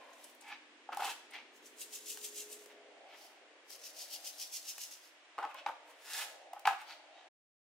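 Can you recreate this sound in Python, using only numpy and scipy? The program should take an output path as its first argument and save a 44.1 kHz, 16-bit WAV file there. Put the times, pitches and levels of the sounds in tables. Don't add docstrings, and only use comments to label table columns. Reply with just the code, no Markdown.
import sys
import numpy as np
from scipy import signal
from scipy.fft import rfft, irfft, next_fast_len
from scipy.io import wavfile
from scipy.ndimage import map_coordinates

SR = 44100
rng = np.random.default_rng(int(sys.argv[2]) if len(sys.argv) > 2 else 0)


def waveform_to_disk(signal):
    frames = np.transpose(np.atleast_2d(signal))
    scaled = np.clip(frames, -1, 1) * 32767
    samples = np.round(scaled).astype(np.int16)
    wavfile.write(sys.argv[1], SR, samples)


N = 335468
TIME = np.arange(N) / SR


def amp(db):
    return 10 ** (np.asarray(db) / 20)


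def unit(x):
    return x / np.sqrt(np.mean(x ** 2) + 1e-20)


def along(points, hz):
    freqs, values = np.transpose(points)
    return np.interp(np.log(hz + 1), np.log(freqs), values)


def wobble(rate):
    return map_coordinates(rng.standard_normal(int(N * rate / SR) + 4), [TIME * rate])


def filtered(x, response):
    n = x.shape[-1]
    padded = next_fast_len(n + SR // 10)
    return irfft(rfft(x, padded) * response(np.fft.rfftfreq(padded, 1 / SR)), padded)[..., :n]


def resonance(hz, centre_hz, q):
    damping = 1j * hz * centre_hz / q
    return damping / (centre_hz ** 2 - hz ** 2 + damping)


def stereo(pair, coherence):
    angle = lambda hz: np.arccos(np.clip(along(coherence, hz), -1, 1)) / 2
    mid, side = filtered(pair, lambda hz: np.array([np.cos(angle(hz)), np.sin(angle(hz))]))
    return np.array([mid + side, mid - side])


def add(track, s, sound):
    start = round(s * SR)
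    lo, hi = max(start, 0), min(start + sound.shape[-1], N)
    track[:, lo:hi] += sound[..., lo - start:hi - start]


def swell(t, rise_s, fall_s):
    return np.exp(-np.maximum(-t / rise_s, t / fall_s) ** 1.42)


def burst(noise, envelope):
    return unit(noise * envelope) * np.sqrt(np.mean(envelope ** 2))


# frequency in Hz, left-right coherence from 0 to 1.
NEAR_COHERENCE = [(800, 0.97), (2000, 1), (5000, 0.5), (12000, 0)]


def grains(t, rate, spread_db, spectrum, ring_hz=1000, ring=0, q=1, bounce=0.38):
    shape = (2, len(t))
    hits = rng.random(shape) < rate / SR
    impacts = hits * rng.standard_normal(shape) * amp(spread_db * rng.standard_normal(len(t)))
    delays_s = rng.uniform(0.000564, 0.007, size=(5, 1))
    comb = lambda hz: 1 + bounce * np.exp(-2j * np.pi * delays_s * hz).sum(axis=0)
    colour = lambda hz: amp(along(spectrum, hz)) * (1 + ring * resonance(hz, ring_hz, q)) * comb(hz)
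    return unit(stereo(filtered(impacts, colour), NEAR_COHERENCE))


# frequency in Hz, density in dB.
SQUELCH_SPECTRUM = [(150, -42.5), (550, -15.5), (820, 3), (1050, -3), (2000, 0), (3000, 1), (4200, -4.5),
                    (6500, -10.5), (16000, -68.5)]
FIZZ_SPECTRUM = [(100, -43.5), (1500, -41.5), (3500, -2.5), (5500, -4), (8500, -4), (12000, -7.5),
                 (16000, -12)]
TICK_SPECTRUM = [(100, -20), (2000, -4.5), (5000, -5), (9000, -4), (16000, -8)]


def wet_film(t, pocket_hz, ring, fizz_db):
    squelch = grains(t, 3000, 2, SQUELCH_SPECTRUM, pocket_hz, ring=ring, q=15, bounce=0.25)
    cutoff_hz = 2.82 * pocket_hz
    squelch = unit(filtered(squelch, lambda hz: 1 / (1 + (hz / cutoff_hz) ** 4)))
    fizz = grains(t, 5400, 5, FIZZ_SPECTRUM, bounce=0.33)
    bubbles = amp(-17) * grains(t, 290, 3.3, TICK_SPECTRUM)
    return squelch + amp(fizz_db) * (fizz + bubbles)


# peak time, rise and fall in seconds, squelch level in dB,
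# fizz in dB relative to the squelch, air pocket frequency in Hz, gain of its resonance.
PEEL_EVENTS = [(.02, .18, 0.19, -60, -18, 1067, 5), (0.259, 0.12, 0.068, -71.5, 8.5, 3000, 1.5),
               (.5, 0.062, 0.03, -55.5, -10, 830, 5.7), (0.522, 0.019, 0.011, -49.5, -24, 1360, 8.4),
               (.533, 0.061, 0.024, -48, -43, 2290, 4), (.931, 0.0045, 0.0096, -39.5, -20, 1390, 9.1),
               (1.058, 0.052, 0.055, -44.5, -1.5, 2780, 1.1), (1.105, 0.035, 0.021, -44, -5, 2300, 0.81),
               (1.339, 0.0048, 0.012, -48.5, -13, 2170, 4.4), (1.358, 0.025, 0.012, -45, -21, 2180, 2.5),
               (1.385, 0.016, 0.028, -52.5, -31, 2330, 2.7), (2.712, 0.014, 0.013, -57, -14, 2200, 2),
               (3.138, 0.041, 0.033, -57.5, -38, 2330, 1.3), (5.414, 0.054, 0.017, -69, -34, 1390, 3),
               (5.44, 0.033, 0.02, -45.5, -48, 814, 6.5), (5.506, 0.015, .017, -48.5, -19.5, 1150, 7.4),
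               (5.55, .004, .008, -49, -22, 1080, 3), (5.587, 0.022, 0.023, -50, -19, 2550, 2.4),
               (5.909, 0.04, 0.018, -60.5, -4.5, 910, 1.4), (6.175, 0.083, 0.074, -44.5, 1.5, 1750, 2.8),
               (6.222, 0.034, 0.019, -43, -3.5, 2480, 1.4), (6.812, 0.024, 0.022, -53, -10, 1620, 0.98),
               (6.912, 0.043, 0.036, -51.5, -11.5, 4480, 2.2), (7.19, 0.061, 0.069, -63, -37, 3710, 1.34)]


def peels():
    out, t = np.zeros((2, N)), np.arange(-SR // 3, SR // 3) / SR
    for s, rise, fall, db, fizz_db, pocket_hz, ring in PEEL_EVENTS:
        add(out, s + t[0], amp(db) * swell(t, rise, fall) * wet_film(t, pocket_hz, ring, fizz_db))
    return out * amp(0.5 * wobble(110))


# frequency in Hz, left-right coherence from 0 to 1.
FAR_COHERENCE = [(400, .92), (950, 0.7), (2400, 0.027), (6000, 0)]
# frequency in Hz, density in dB.
ROOM_SPECTRUM = [(40, -62), (140, -51.5), (205, -25.5), (250, -22), (300, -0.5), (420, -6), (620, -1.5),
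                 (960, -1), (1250, -2.5), (1900, 1), (2850, -1), (3300, -3), (4200, -9), (7000, -15),
                 (9500, -20.5), (11000, -50.5), (16000, -47)]
# frequency in Hz, initial level in dB, fade in dB per second.
MAINS_TONES = [(253, -78, 3.5), (300.4, -77, 1.5)]


def room_tone():
    air = unit(filtered(rng.standard_normal((2, N)), lambda hz: amp(along(ROOM_SPECTRUM, hz))))
    air_db = -62.5 + 0.5 * wobble(4)
    mains = sum(amp(db - fade * TIME + wobble(7.4)) * unit(np.sin(2 * np.pi * hz * TIME))
                for hz, db, fade in MAINS_TONES)
    return stereo(amp(air_db) * air, FAR_COHERENCE) + mains


# time in seconds, level in dB, centre frequency in Hz.
RUSH_COURSE = [(0.0, -58.5, 653), (0.81, -85.5, 597), (0.99, -72.5, 601.7), (2.29, -72, 480),
               (2.8, -64, 563.7), (3.03, -59.5, 669), (3.25, -66, 731.5), (3.66, -69, 497.8),
               (4.13, -63, 695.5), (4.67, -73.5, 651), (5.24, -77, 645), (5.42, -71, 687),
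               (5.59, -59.5, 681), (5.87, -65, 603), (6.11, -69.5, 553), (6.37, -56.5, 667),
               (6.76, -66.5, 718), (7.1, -62, 712)]


def distant_rush(half_width_hz=181, low_cut_hz=300):
    times, levels, centres = np.transpose(RUSH_COURSE)
    db, centre_hz = np.interp(TIME, times, levels), np.interp(TIME, times, centres)
    slow = filtered(rng.standard_normal((2, 2, N)), lambda hz: 1 / (1 + (hz / half_width_hz) ** 4))
    phase = 2 * np.pi * np.cumsum(centre_hz) / SR
    band = slow[0] * np.cos(phase) + slow[1] * np.sin(phase)
    band = filtered(band, lambda hz: hz ** 4 / (hz ** 4 + low_cut_hz ** 4))
    return amp(db) * stereo(unit(band), FAR_COHERENCE)


# peak time in seconds, level in dB, resonance in Hz.
SKIN_SNAPS = [(.134, -60.5, 6450), (.212, -66, 11000), (.243, -49.5, 9500), (.3, -65, 13500),
              (.35, -64, 13500), (.412, -56, 8200), (.423, -61, 5660), (.485, -61, 8350),
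              (1.31, -58.5, 9000)]


def snaps():
    out, t = np.zeros((2, N)), np.arange(-SR // 20, SR // 20) / SR
    envelope = swell(t, rise_s=0.0035, fall_s=0.0073)
    for s, db, ring_hz in SKIN_SNAPS:
        crackle = grains(t, 5300, 2, FIZZ_SPECTRUM, ring_hz, ring=3, q=4.1)
        add(out, s + t[0], amp(db) * burst(crackle, envelope))
    return out


def blow(t, contact_s, t60):
    return np.minimum(t / contact_s, 1) * amp(-60 * (np.maximum(t - contact_s, 0) / t60) ** 2.95)


# base frequency in Hz, relative level in dB, base 60 dB decay in seconds.
BOARD_MODES = [(806.7, 1.5, 0.014), (1098, -10, 0.018), (1260, -17, 0.012), (1495, -22.5, 0.0078),
               (1750, -20.5, 0.012), (2230, -24.5, 0.017), (2660, -29, 0.011), (3190, -26, .012)]
# frequency in Hz, density in dB.
SPLAT_SPECTRUM = [(90, -29), (200, -31.5), (500, -22.5), (800, 6), (1100, 11.5), (1550, 3.5), (1950, 1.5),
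                  (2400, 4), (3300, -1.5), (4100, -7), (5000, -6.5), (16000, -37)]


def strike(contact_s, thud_db, splat_db, tick_db, pocket_hz, length=1, tuning=1):
    t = np.arange(SR // 8) / SR
    loading = tuning + 0.075 * np.exp(-t / 0.0024)
    phase_per_hz = 2 * np.pi * np.cumsum(loading) / SR
    modes = np.zeros(len(t))
    for hz, db, t60 in BOARD_MODES:
        gain = amp(db + 0.7 * rng.standard_normal())
        modes += gain * blow(t, contact_s, length * t60) * np.sin(hz * phase_per_hz)
    radiation = signal.butter(2, 480, "highpass", fs=SR, output="sos")
    thud = signal.sosfilt(radiation, modes)
    film = grains(t, 22000, 0.33, SPLAT_SPECTRUM, pocket_hz, ring=1.1, q=3, bounce=0.2)
    splat = burst(film, blow(t, contact_s, length * 0.0089))
    tick = burst(grains(t, 15000, 3.3, TICK_SPECTRUM), blow(t, contact_s, length * 0.015))
    return amp(thud_db) * thud + amp(splat_db) * splat + amp(tick_db) * tick


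# start and contact time in seconds, decay time factor,
# board pitch factor, levels of thud, splat and flesh in dB, air pocket frequency in Hz.
LANDINGS = [(0.89, 0.00064, 0.62, 0.98, -36, -69, -52, 900), (0.918, 0.0032, 1.1, 1.1, -51, -48, -58, 1350),
            (0.9261, 0.0022, 1.15, 1, -50, -43.5, -46, 1450),
            (.9705, 0.0019, 0.85, 1.004, -35.5, -61, -56, 910), (.993, 0.002, 1.2, 1, -44, -52, -44, 1600),
            (1.001, 0.0048, 0.81, 0.87, -41, -42, -55, 1500),
            (1.021, 0.001, 0.64, 1.03, -30, -41, -53, 1000),
            (1.030, 0.0016, 0.61, 1, -37.5, -39, -48, 1400), (1.043, 0.001, 0.41, 1, -36, -56, -54, 2800),
            (1.049, 0.0012, 0.78, 1, -45, -58, -55, 2800),
            (1.073, 0.0035, 0.7, 0.986, -40.5, -45, -48, 2800),
            (5.380, 0.00046, 0.76, 1.09, -43.5, -42, -48, 1203),
            (5.3869, 0.00061, 0.43, 0.96, -34.5, -39, -42.5, 1370),
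            (5.424, 0.007, 0.8, 1.25, -42, -45, -45, 1150),
            (5.435, 0.0062, 1.15, 1.02, -35.5, -49, -57, 1400),
            (5.449, 0.0013, 0.87, 1, -47, -44, -44, 1500),
            (5.6621, 0.00032, 0.39, 0.9, -46, -36.5, -48, 1360),
            (5.6627, 0.00048, 0.77, 1.05, -31.5, -37, -44.5, 1180),
            (5.685, 0.0028, 0.89, 1.1, -39, -44.5, -44.5, 1130),
            (6.531, 0.002, 0.74, 0.9, -37.5, -56, -60, 800),
            (6.560, 0.0036, 2, 1.03, -49.5, -61.5, -58.5, 800),
            (6.653, 0.0027, .8, 0.97, -33, -31, -48.5, 2530),
            (6.661, 0.0024, 0.98, 1, -34, -39.5, -48.5, 1000),
            (6.6715, 0.0014, 0.55, 0.87, -34, -29.5, -54.5, 3300),
            (6.6738, 0.0011, 0.9, 0.99, -21, -23.5, -49.5, 1597),
            (6.684, 0.0023, 0.5, 1, -41, -35, -53.5, 2764),
            (6.714, .004, 1.7, 0.87, -45, -54.5, -48.5, 1190),
            (6.727, 0.0019, 1.5, 0.96, -54, -43, -51, 986.5)]
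# frequency in Hz, density in dB.
FLESH_SPECTRUM = [(60, -44), (180, -27), (310, -8), (430, -6), (600, 0.5), (900, 4.5), (1500, 1.5),
                  (1900, -29.5), (4000, -36.5), (16000, -73)]


def slaps():
    out, t = np.zeros((2, N)), np.arange(SR // 4) / SR
    squeeze = swell(t - 0.006, rise_s=0.0089, fall_s=0.032)
    for s, contact_s, length, tuning, thud_db, splat_db, flesh_db, pocket_hz in LANDINGS:
        tick_db, squeeze_db = splat_db - 24, splat_db - 15
        add(out, s, strike(contact_s, thud_db, splat_db, tick_db, pocket_hz, length, tuning))
        flesh = grains(t, 22000, 0.94, FLESH_SPECTRUM, bounce=0.201)
        add(out, s, amp(flesh_db) * blow(t, contact_s, t60=0.041) * flesh)
        add(out, s, amp(squeeze_db) * squeeze * wet_film(t, pocket_hz=1340, ring=1.5, fizz_db=-13.5))
    return out


# frequency in Hz, bandwidth in Hz, peak gain in dB.
WORKTOP_MODES = [(802, 49, -4), (882, 30, -10.5), (1057, 34.7, -9), (1136, 13, -15), (1280, 22, -10),
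                 (1540, 16, -2.5), (1682, 18, -1), (2540, 28, -7)]


def worktop(knocks):
    return filtered(knocks, lambda hz: sum(amp(db) * resonance(hz, centre, q=centre / width)
                                           for centre, width, db in WORKTOP_MODES))


# start in seconds, tick level in dB.
FAINT_TICKS = [(.946, -49), (0.971, -42.5), (2.173, -44.5), (2.659, -52.5), (2.724, -69), (3.7044, -48),
               (4.78, -43), (4.913, -50.5), (5.543, -54), (6.532, -51), (6.594, -52), (6.6702, -37),
               (6.814, -55.5)]


def clicks():
    out = np.zeros((2, N))
    for s, db in FAINT_TICKS:
        add(out, s, strike(contact_s=0.00047, thud_db=db - 15, splat_db=db - 12.5, tick_db=db,
                           pocket_hz=2500, length=0.56))
    return out


# frequency in Hz, density in dB.
SALT_SPECTRUM = [(50, -47), (110, -17.5), (900, -49.5), (2100, -7), (2850, 4.5), (3700, 0.5), (5500, 2.5),
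                 (8000, 0.5), (9500, 0.5), (11500, 2.5), (16000, -2.5)]


def throw(t, width_s, ring_hz, patter_lag_s=0.039, patter_width_s=0.082):
    wall_hz = ring_hz * (1 + 0.048 * rng.standard_normal())
    crystals = grains(t, 9000, 1.5, SALT_SPECTRUM, wall_hz, ring=1.9, q=3.65, bounce=0.24)
    rattle = np.exp(-np.abs(t / width_s) ** 1.54 / 2) * crystals
    patter = np.exp(-((t - patter_lag_s) / patter_width_s) ** 2) * grains(t, 900, 4.3, FIZZ_SPECTRUM)
    return rattle + amp(-15) * patter


# peak time in seconds, level in dB,
# half length in seconds, mean wall resonance in Hz, left over right in dB.
SHAKER_STROKES = [(1.564, -64.5, 0.015, 7000, 2), (1.666, -56.5, 0.016, 7000, 1.5),
                  (1.82, -45.5, 0.018, 6900, 0.5), (1.954, -43.5, 0.019, 7600, 0.5),
                  (2.103, -42.5, .027, 7000, 2), (2.249, -43.5, 0.026, 7440, 1),
                  (2.39, -43.5, .028, 7540, 0.5), (2.53, -48.5, 0.02, 7500, 1.5),
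                  (2.627, -64.5, 0.039, 7340, -2), (3.731, -49.5, .02, 5300, 3.5),
                  (3.86, -48, 0.024, 5200, 1.5), (4.012, -44.5, 0.027, 5040, 2.5),
                  (4.139, -42, 0.019, 5196, 1.5), (4.273, -42.5, 0.02, 5470, 2),
                  (4.42, -41.5, 0.02, 5400, 1), (4.554, -41, .02, 5650, 0.5),
                  (4.695, -41.5, 0.02, 5800, .5), (4.827, -43.5, 0.025, 5800, 0.5),
                  (4.928, -50, .02, 5950, 0)]
# peak time and half length in seconds, level in dB.
SHAKER_TILTS = [(3.226, 0.049, -59.5), (5.05, 0.028, -61)]


def salt():
    out, t = np.zeros((2, N)), np.arange(-SR // 3, SR // 3) / SR
    for s, db, width_s, ring_hz, pan_db in SHAKER_STROKES:
        gains = amp([[db + pan_db / 2], [db - pan_db / 2]])
        add(out, s + t[0], gains * throw(t, width_s, ring_hz))
    for s, width_s, db in SHAKER_TILTS:
        add(out, s + t[0], amp(db) * throw(t, width_s, ring_hz=5230))
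    return out * amp(1.23 * wobble(130))


def passing_vehicle(nearest_s=2.47, near_s=0.22, sag_hz_per_s=13):
    since = TIME - nearest_s
    loss_db = 4 * np.abs(since) + 7 * np.maximum(since, 0)
    nearness = amp(-loss_db) / np.hypot(1, since / near_s)
    hum_hz = 418.4 - sag_hz_per_s * since + 3 * wobble(30)
    tone = unit(np.sin(2 * np.pi * np.cumsum(hum_hz) / SR))
    hum = tone * nearness * amp(-59.5 + 0.8 * wobble(24))
    tyre_band = lambda hz: np.exp(-(np.log2((hz + 1) / 364) / 0.66) ** 2)
    tyres = stereo(unit(filtered(rng.standard_normal((2, N)), tyre_band)), FAR_COHERENCE)
    return hum + amp(-69) * tyres * swell(TIME - 2.38, rise_s=2.67, fall_s=0.99)


# frequency in Hz, reverberation time (60 dB) in seconds.
REVERB_TIMES = [(200, 0.16), (800, 0.56), (2500, 0.55), (6000, 0.6), (14000, 0.29)]


def kitchen(x, early_db, early_s):
    hz, t, noise = signal.stft(rng.standard_normal((2, SR // 2)), SR, nperseg=256)
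    decay = amp(-60 * t / along(REVERB_TIMES, hz)[:, None])
    early = 1 + amp(early_db) * np.exp(-t / early_s)
    tail = stereo(signal.istft(noise * decay * early, SR, nperseg=256)[1], FAR_COHERENCE)
    tail = np.pad(tail / np.linalg.norm(tail[0]), ((0, 0), (SR // 140, 0)))
    return signal.fftconvolve(x, tail, axes=1)[:, :N]


def scene():
    knocks, wet, shaker = slaps() + clicks(), peels() + snaps(), salt()
    room = amp(-7) * kitchen(knocks, early_db=0, early_s=0.035)
    room += kitchen(amp(-6) * wet + amp(-9) * shaker, early_db=3.5, early_s=0.0063)
    direct = knocks + worktop(knocks) + wet + shaker
    lead_s = np.array([[0.00001], [-0.00001]])
    near = filtered(direct, lambda hz: np.exp(2j * np.pi * lead_s * hz))
    return near + room + room_tone() + passing_vehicle() + distant_rush()


def record(dry):
    stop_s, fade_s, top_hz = 7.288, 0.008, 15800
    gate = np.clip((stop_s - TIME) / fade_s, 0, 1)
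    return filtered(dry * gate, lambda hz: np.clip((top_hz - hz) / 100 + 0.5, 0, 1))


dry = scene()
out = record(dry)
waveform_to_disk(out)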